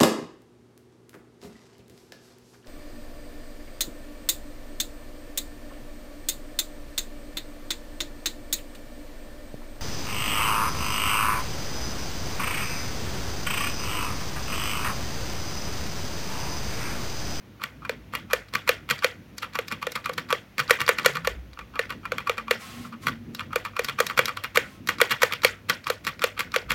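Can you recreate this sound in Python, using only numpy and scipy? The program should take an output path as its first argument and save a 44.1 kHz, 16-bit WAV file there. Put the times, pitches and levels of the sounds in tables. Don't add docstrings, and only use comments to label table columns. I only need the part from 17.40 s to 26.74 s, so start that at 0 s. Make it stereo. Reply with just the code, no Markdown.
import sys
import numpy as np
from scipy import signal
from scipy.fft import rfft, irfft, next_fast_len
from scipy.io import wavfile
from scipy.ndimage import uniform_filter1d

SR = 44100
rng = np.random.default_rng(int(sys.argv[2]) if len(sys.argv) > 2 else 0)


def dump(signal):
    limited = np.clip(np.atleast_2d(signal).T, -1, 1)
    pcm = np.round(limited * 32767).astype(np.int16)
    wavfile.write(sys.argv[1], SR, pcm)


N = 411894

LEAD_S = 0.012
BLOW_ENERGY = SR / 125

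# frequency in Hz, t60 in s, left and right relative level in dB, left phase lead in rad.
CASE_MODES = [(524, 0.11, 1, -16, 0.13), (494.2, 0.07, 25.5, 28, -0.25), (552, 0.036, 18.5, -11, 0.14),
              (670, 0.011, -32, -30, -.4)]
BAR_MODES = [(1057, .05, -48, -9, .3), (1160, 0.26, 1.5, 8.5, 0.11), (1249, 0.023, 1.5, 11, 0.22),
             (1358, 0.043, 6, -6, 0.37), (2409, 0.061, 0.5, -1, 0.5)]
PLATE_MODES = [(1470, 0.028, -6, 8, 4), (1812, 0.11, -41, -15.5, -5.5), (1934, 0.02, 2.5, 9.5, -1.5),
               (2154, 0.011, 11.5, -14.5, 1.14), (2347, 0.05, -7.5, -7, 2.9), (2822, 0.073, -0.5, 1.5, 4),
               (3302, 0.0086, 9, -0.5, -8.5), (3555, 0.0074, 0, -19, 5), (4220, 0.013, -6, -5.5, 0.1),
               (4606, 0.014, -11.5, -2, 4)]
EDGE_MODES = [(4590, 0.022, -4.5, 0, 8.5), (5490, 0.003, 1, 3.5, 5.5), (6530, 0.013, -4, 0, 2.5),
              (7350, 0.0027, -3.5, 2.5, -1), (9330, 0.0027, -0.5, -3.5, 3.96),
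              (10080, 0.0045, -4, -4.5, -1.5), (11820, 0.0028, 5.5, -26, -7),
              (14500, 0.0095, -19, -17, -0.9), (14700, 0.0059, -39, -6, 2.2)]
WIRE_MODES = [(1770, 0.17, -6, 2.5, -2.5), (1923, 0.14, -4, -3, -3), (2290, 0.055, 2, -8, -2),
              (2770, .15, -10.5, -15, 3), (3170, 0.12, -25, -10.5, -1)]
# landing in seconds, clack level in dB, slack taken up this long before in ms,
# bar level at that take-up in dB, decay constant of that knock in ms.
PRESSES = [(0.494, -24, 44.4, -29, 4.5), (0.932, -14, 24, -27, 7.2), (1.291, -13, 15.6, -20.5, 7.4),
           (1.644, -14.5, 21.4, -27, 6.2), (2.188, -24, 34.4, -22, 2.9), (2.468, -24.5, 42.4, -23.5, 1.5),
           (2.693, -29.5, 35.7, -22, 2.8), (2.926, -17, 22.8, -21.5, 7), (3.307, -11, 11.2, -21, 3),
           (3.49, -12, 12, -19.5, 6.4), (3.659, -9.5, 12.4, -20.5, 4.8), (3.872, -17, 25.3, -24, 7.3),
           (4.392, -21, 36.6, -28.5, 5.5), (4.719, -25.5, 65.5, -26.5, 3.7), (4.895, -20.5, 24.3, -24, 4.3),
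           (5.109, -15, 29, -29, 3.6), (6.158, -18, 28, -26.5, 2.3), (6.392, -20, 26.7, -24.5, 3.5),
           (6.602, -13.5, 16, -22, 8.1), (6.79, -14.5, 15, -18.5, 7.7), (7.172, -13.5, 14.7, -18.5, 1.7),
           (7.614, -10, 11.7, -21.5, 3.5), (7.831, -11.5, 12.7, -17.5, 6.8), (8.047, -10, 13.3, -19, 14),
           (8.5, -18, 32.2, -23.5, 2.1), (8.839, -15, 21, -21.5, 9.4), (9.161, -17.5, 21, -21.5, 8)]
# start in seconds, level in dB.
TOUCHES = [(1.084, -51), (1.58, -42), (1.588, -40), (2.133, -44), (2.642, -41), (2.887, -44), (3.277, -44),
           (3.463, -35), (3.613, -47), (3.628, -42), (4.13, -50), (4.453, -49), (7.583, -38.5),
           (7.694, -38), (7.802, -49), (8.018, -40), (8.44, -44), (8.792, -41.5), (9.118, -40)]
# start in seconds, level in dB.
LIFTS = [(1.981, -36), (2.281, -37.5), (2.519, -36.5), (2.733, -42), (3.734, -47), (5.948, -36),
         (6.445, -28.5), (6.666, -27), (6.855, -26.5), (7.473, -32), (8.477, -37), (8.648, -39)]


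def undb(db):
    return 10 ** (np.asarray(db) / 20)


def unit(x):
    return x / np.sqrt(np.mean(x ** 2))


def band(x, lo_hz, hi_hz):
    sos = signal.butter(2, [lo_hz, min(hi_hz, 0.49 * SR)], "bandpass", fs=SR, output="sos")
    return signal.sosfilt(sos, x)


def curve(rows, quiet=None):
    s, *columns = np.transpose(rows)
    return [np.interp(np.arange(N) / SR, s, column, quiet, quiet) for column in columns]


def uneven(spread_db, size):
    return undb(spread_db * unit(uniform_filter1d(rng.standard_normal(N), size=size)))


def coloured(points):
    hz, db = np.transpose(points)
    size = next_fast_len(N)
    bin_hz = np.arange(size // 2 + 1) * SR / size
    colour = undb(np.interp(np.log(bin_hz + 1), np.log(hz), db))
    return unit(irfft(rfft(rng.standard_normal((2, size))) * colour, size)[:, :N])


def ring(force, modes, contact_s=0.0, stop_s=0.17):
    t = np.arange(SR // 8) / SR
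    response = 0
    for hz, t60_s, left_db, right_db, lead_rad in modes:
        decay = np.exp(-np.log(1000) * t / t60_s) / np.sqrt(t60_s)
        phase = np.array([[lead_rad / 2], [-lead_rad / 2]])
        response = response + decay * undb([[left_db], [right_db]]) * np.sin(2 * np.pi * hz * t + phase)
    damped = response * np.exp(-(t / stop_s) ** 4)
    pulse = np.hanning(int(contact_s * SR) + 3)[None]
    response = signal.convolve(damped, pulse)
    sos = signal.butter(6, 0.84 * modes[0][0], "highpass", fs=SR, output="sos")
    response = signal.sosfilt(sos, response)
    response = response / np.sqrt(np.sum(response ** 2) / 2)
    return signal.oaconvolve(force, response, axes=1)[:, :N]


def blows(times_s, db, shapes):
    out = np.zeros((2, N + shapes.shape[-1]))
    for s, gain, shape in zip(times_s, undb(db), shapes):
        i = int((s - LEAD_S) * SR)
        out[:, i:i + shape.shape[-1]] += gain * shape
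    return out[:, :N]


def pushes(count):
    return np.sqrt(BLOW_ENERGY) * np.ones((count, 1))


def chatter(fall_s, rise_s, scrape_db, scrape_s, grain_db, alike):
    t = np.arange(SR // 25) / SR - LEAD_S
    after = np.maximum(t, 0)
    both, left, right, size = np.moveaxis(rng.standard_normal((len(fall_s), 4, len(t))), 1, 0)
    alike = np.clip(alike, 0, 1)
    force = np.sqrt(alike) * both[:, None] + np.sqrt(1 - alike) * np.stack([left, right], axis=1)
    contacts = (1 - np.exp(-after / rise_s)) * np.exp(-after / fall_s[:, None])
    scrape = undb(scrape_db) * np.exp(-np.abs(t) / scrape_s)
    clumps = undb(grain_db * unit(uniform_filter1d(size, size=20)))
    force = force * (clumps * (contacts + scrape))[:, None]
    return force * np.sqrt(2 * BLOW_ENERGY / np.sum(force ** 2, axis=(1, 2), keepdims=True))


def hush():
    # frequency in Hz, relative density in dB per Hz.
    air_spectrum = [(190, -32), (330, -11.5), (421, -21.5), (464, -9.5), (833, -16.5), (1360, -16.5),
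                    (2510, -18.5), (4970, -28.5), (6140, -29), (7830, -38.5), (16000, -33)]
    return undb(-54) * coloured(air_spectrum)


def outside():
    # time in seconds, deep hum level in dB, boom level in dB.
    rumble_levels = [(0, -62, -53), (.35, -55, -49.5), (.93, -53, -50), (1.3, -56.5, -50), (3.1, -62, -51),
                     (3.6, -55, -47.5), (3.78, -55, -46), (3.9, -37.5, -48.5), (4.18, -46, -56),
                     (4.35, -53.5, -49), (5.6, -57, -48), (5.95, -56, -41.5), (6.2, -54.5, -47),
                     (8.4, -61, -50), (9.1, -53, -49), (9.34, -39, -44)]
    # time in seconds, frequency in Hz, rms level in dB.
    tone_tracks = [
        [(3.68, 135, -57), (3.74, 140, -40), (3.79, 165, -42), (3.87, 172, -49), (3.93, 170, -62)],
        [(4.95, 225, -60), (5.02, 222.8, -47.5), (5.18, 228, -48), (5.26, 228, -62), (5.4, 240.8, -39),
         (5.51, 238, -49), (5.55, 228, -37), (5.6, 233, -64), (5.69, 227, -65), (5.73, 221.5, -39),
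         (5.78, 236, -48), (5.83, 233.6, -43), (5.86, 232.4, -56), (5.89, 231, -41), (5.96, 232.6, -48),
         (6.1, 229, -58)],
    ]
    deep_db, boom_db = curve(rumble_levels)
    mid, side = rng.standard_normal((2, 3, N))
    both = mid[:, None] + 0.35 * np.array([[1], [-1]]) * side[:, None]
    deep = unit(band(band(both[0], 49.7, 66), 37, 70))
    slow = uniform_filter1d(uniform_filter1d(rng.standard_normal(N), size=3000), size=3000)
    swell = undb(3.3 * unit(slow))
    hump = unit(band(both[2], 94, 103.2))
    boom = swell * unit(band(band(both[1], 68.0, 276), 74, 430)) + undb(-6.5) * hump
    tones = 0
    for rows in tone_tracks:
        hz = curve(rows)[0]
        level_db = curve(rows, -200)[1]
        tones = tones + undb(level_db) * np.sqrt(2) * np.sin(2 * np.pi * np.cumsum(hz) / SR)
    return undb(deep_db) * deep + undb(boom_db) * boom + tones


def room(x):
    # band centre in Hz, t60 in s, level in dB.
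    room_bands = [(499, 0.16, -12.5), (707, 0.27, -12), (1137, 0.13, -13.5), (1783, 0.28, -15),
                  (2260, 0.23, -12.5), (3090, 0.19, -10.5), (4750, 0.2, -13), (7100, .22, -14),
                  (9350, 0.21, -18.5), (14500, 0.17, -15.5)]
    echo_s, echo_db = 0.023, -23.5
    late = np.pad(x, ((0, 0), (int(echo_s * SR), 0)))[::-1, :N]
    out = undb(echo_db) * band(late, 510, 5000)
    ringing = ring(rng.standard_normal((2, N)), CASE_MODES + BAR_MODES + PLATE_MODES + EDGE_MODES)
    for hz, t60_s, db in room_bands:
        power = np.mean(band(x, hz / 1.215, hz * 1.34) ** 2, axis=0)
        for smooth_s in (t60_s / np.log(1e6), 0.007, 0.003):
            keep = np.exp(-1 / (smooth_s * SR))
            power = signal.lfilter([1 - keep], [1, -keep], power)
        lumps = uneven(2.6, 300)
        modal = unit(band(ringing, hz / 1.212, hz * 1.222))
        plain = unit(band(rng.standard_normal((2, N)), hz / 1.35, hz * 1.1))
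        out = out + undb(db) * lumps * np.sqrt(power) * (modal + 0.63 * plain)
    return out


def slides():
    # start in seconds, length in seconds, starting level in dB.
    slide_times = [(5.169, .3, -39.5), (5.596, .04, -40), (7.2, .16, -50)]
    # frequency in Hz, relative density in dB per Hz.
    rub_spectrum = [(470, -17), (800, -6), (907, -23), (1050, -8), (1320, -10), (1370, -14), (1920, -7),
                    (2290, -8.5), (16000, -24.5)]
    # frequency in Hz, t60 in s, left and right relative level in dB, left phase lead in rad.
    cap_modes = [(1078, 0.12, 1, 0.31, .3), (1295, 0.13, -10, -2, 1.2)]
    attack_s, release_s, fade_db_per_s = 0.042, 0.025, -23
    t = np.arange(N) / SR
    gain = 0
    for s, length_s, db in slide_times:
        level = undb(db + fade_db_per_s * np.clip(t - s, 0, length_s))
        attack = np.clip((t - s) / attack_s, 0, 1) ** 2
        release = np.exp(-np.maximum(t - s - length_s, 0) / release_s)
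        gain = gain + level * attack * release
    catching = gain * uneven(0.5, 400)
    cap = ring(catching * rng.standard_normal((2, N)), cap_modes)
    plate = ring(catching * rng.standard_normal((2, N)), PLATE_MODES)
    return gain * coloured(rub_spectrum) + undb(-5) * cap + undb(-9) * plate


def ticks():
    # frequency in Hz, t60 in s, left and right relative level in dB, left phase lead in rad.
    switch_modes = [(3930, 0.022, 0, -4.5, 0.36), (4550, 0.0031, 5, 4, 1.84), (5270, 0.033, -18, -11, 5.9)]
    s, db = np.transpose(TOUCHES + LIFTS)
    taps = chatter(0.0031 + 0 * s, rise_s=0.00071, scrape_db=-38, scrape_s=0.002, grain_db=8.0, alike=0.52)
    return ring(blows(s + 0.000917, db + 1.5, taps), switch_modes)


def loose_contacts():
    # time in seconds, clack level in dB, decay constant in ms.
    knock_times = [(0.197, -57, 12), (0.218, -38, 0.55), (0.237, -22.5, 1.5), (0.419, -52, 14),
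                   (0.736, -30, 0.68), (0.751, -22.5, 2), (0.9, -43, 5.8), (1.137, -25.5, 2.5),
                   (1.15, -19.5, 3.2), (1.49, -30, 2.7), (1.5, -21.5, 6.8), (1.509, -16, 1.8),
                   (1.633, -27, 6.9), (2.029, -27, 0.88), (2.043, -36.5, 8.1), (2.314, -30, 1.2),
                   (2.321, -24.5, 4.8), (2.553, -23, 7.9), (2.572, -46, 5.2), (2.671, -44, 4.6),
                   (2.777, -23, 13.4), (3.181, -22.5, 8.2), (3.192, -21.5, 2.4), (3.198, -20.5, 3.9),
                   (3.388, -40, 3.3), (3.403, -21, 5.4), (3.414, -21, 4.4), (3.583, -23, 3.3),
                   (3.595, -28, 3.2), (3.753, -25.5, 3.6), (3.769, -28.5, 1.5), (4.171, -57, 6.3),
                   (4.189, -35, 5.3), (4.209, -49, 4.1), (4.337, -53, 7.7), (4.504, -26.5, 1.4),
                   (4.521, -39, 4.6), (4.632, -54, 8.4), (4.782, -26, 3.1), (4.801, -38, 8.4),
                   (4.885, -45, 2.9), (4.98, -27.5, 2.8), (4.996, -42, 3), (5.448, -53, 6.9),
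                   (5.523, -42, 19), (5.668, -20.5, 5), (5.681, -25, 6.7), (5.993, -30.5, 2.8),
                   (6.005, -32, 3.5), (6.106, -59, 5.5), (6.25, -28.5, 2.6), (6.258, -33, 7.1),
                   (6.334, -68, 9), (6.484, -25.5, 2.5), (6.494, -26.5, 3.1), (6.698, -29, 1.1),
                   (6.706, -32, 5.7), (6.881, -25.5, 1.4), (6.89, -30, 5.1), (6.969, -27.5, 3.4),
                   (7.037, -23, 8.5), (7.048, -37, 6.6), (7.487, -17.5, 8.4), (7.707, -19.5, 3.9),
                   (7.713, -22, 3.8), (7.719, -18.5, 3.1), (7.736, -48, 3), (7.911, -37, 4.3),
                   (7.923, -23, 3.1), (7.934, -22, 0.87), (8.289, -36, 7.1), (8.296, -15, 3.1),
                   (8.301, -25, 1.8), (8.486, -41, 4.8), (8.667, -20, 15), (8.686, -35, 4.2),
                   (8.977, -35.5, 0.71), (8.991, -20, 15), (9.004, -22, 2.4), (9.291, -46.5, 1.3),
                   (9.305, -19.5, 1.6), (9.316, -20, 7.5)]
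    soft_db = -25
    landing_s, _, lead_ms, bar_db, take_up_ms = np.transpose(PRESSES)
    harder_db = 0.67 * (bar_db - soft_db)
    plate_db = bar_db - 6.5 + harder_db
    take_ups = [landing_s - lead_ms / 1000, plate_db, bar_db, plate_db - 12.5 + harder_db, take_up_ms]

    s, db, ms = np.transpose(knock_times)
    knock_bar_db = db - 1 - 0.54 * (db - soft_db)
    knock_treble_db = db - 12.5 + 0.38 * (db - soft_db)
    knocks = [s, db, knock_bar_db, knock_treble_db, ms]

    def finger(rows, bar_db, treble_db, ms):
        return np.transpose([(s, db, db + bar_db, db + treble_db, ms) for s, db in rows])

    touches = finger(TOUCHES, bar_db=-4, treble_db=-16, ms=2.2)
    lifts = finger(LIFTS, bar_db=-5, treble_db=-1, ms=2.1)
    return np.hstack([take_ups, knocks, touches, lifts])


def rattles():
    # frequency in Hz, t60 in s, left and right relative level in dB, left phase lead in rad.
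    desk_modes = [(139.6, 0.14, -0.5, 0.5, 0.05), (217, 0.068, 0.5, -3.5, 0.092),
                  (323, 0.035, -8, -4.5, .1), (484, 0.035, -2, 2.5, 0.13)]
    s, db, bar_db, treble_db, ms = loose_contacts()
    fall_s = np.maximum(ms, 0.3) / 1000
    presses = len(PRESSES)
    take_ups = chatter(fall_s[:presses], rise_s=0.00061, scrape_db=-19.5, scrape_s=0.01,
                       grain_db=4, alike=0.63)
    others = chatter(fall_s[presses:], rise_s=0.00029, scrape_db=-19.5, scrape_s=0.0085,
                     grain_db=6, alike=0.62)
    knocks = np.concatenate([take_ups, others])
    clack = blows(s, db, knocks)
    tap = blows(s[:presses] + LEAD_S + 0.00048, bar_db[:presses] - 7, pushes(presses))
    plate = ring(clack, PLATE_MODES, stop_s=0.041)
    bar = ring(blows(s, bar_db, knocks), BAR_MODES, stop_s=0.024) + ring(tap, BAR_MODES, stop_s=0.028)
    treble = ring(blows(s, treble_db, knocks), EDGE_MODES)
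    desk_and_wire = ring(clack, desk_modes) + ring(clack, WIRE_MODES)
    return plate + bar + treble + undb(-12.5) * desk_and_wire


def thocks(s, db):
    spread = 0.025
    share = rng.random(len(s))[:, None]
    out = 0
    for part, stretch in ((share, 1 - spread), (1 - share, 1 + spread)):
        force = blows(s + LEAD_S + 0.0009, db, pushes(len(s)) * part)
        tuned = [(hz * stretch, *rest) for hz, *rest in CASE_MODES]
        out = out + ring(force, tuned, contact_s=0.00059, stop_s=0.016)
    return out


def landings():
    s, db = np.transpose(PRESSES)[:2]
    harder_db = db + 15
    thock_db = db - 2.5 - 0.31 * harder_db
    bar_db = db - 5.5 - 0.35 * harder_db
    treble_db = db - 10 + 0.28 * harder_db
    crack = chatter(0.0026 + 0 * s, rise_s=0.0004, scrape_db=-20, scrape_s=0.003, grain_db=5.5, alike=0.78)
    tick = chatter(0.0025 + 0 * s, rise_s=0.00022, scrape_db=-33, scrape_s=0.0052, grain_db=5.5, alike=0.13)
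    clean = blows(s + LEAD_S + 0.0006, db, pushes(len(s)))
    blow = undb(-2) * blows(s, db, crack) + undb(-4.0) * clean
    plate = ring(blow, PLATE_MODES, stop_s=0.0083)
    wire = undb(-8.5) * ring(blow, WIRE_MODES)
    bar = ring(blows(s, db=bar_db, shapes=crack), BAR_MODES, stop_s=0.016)
    treble = ring(blows(s, db=treble_db, shapes=tick), EDGE_MODES)
    return plate + wire + bar + treble + thocks(s, thock_db)


def scene():
    # time in seconds, left minus right level in dB.
    phone_turn = [(0, 2), (3.6, -1), (4.3, -1.5), (5.7, -1), (6.3, 0.5), (9.34, 1.5)]
    keys = landings() + rattles() + ticks() + slides()
    turn_db = curve(phone_turn)[0]
    direct = keys * undb([turn_db / 2, -turn_db / 2])
    return hush() + outside() + room(keys) + direct


def record(dry):
    bass_cut = signal.butter(2, 40, "highpass", fs=SR, output="sos")
    top_cut = signal.ellip(8, 0.2, 45, 16350, fs=SR, output="sos")
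    heard = signal.sosfilt(bass_cut, dry)
    return signal.sosfilt(top_cut, np.clip(heard, -1, 1))


dry = scene()
out = record(dry)
dump(out)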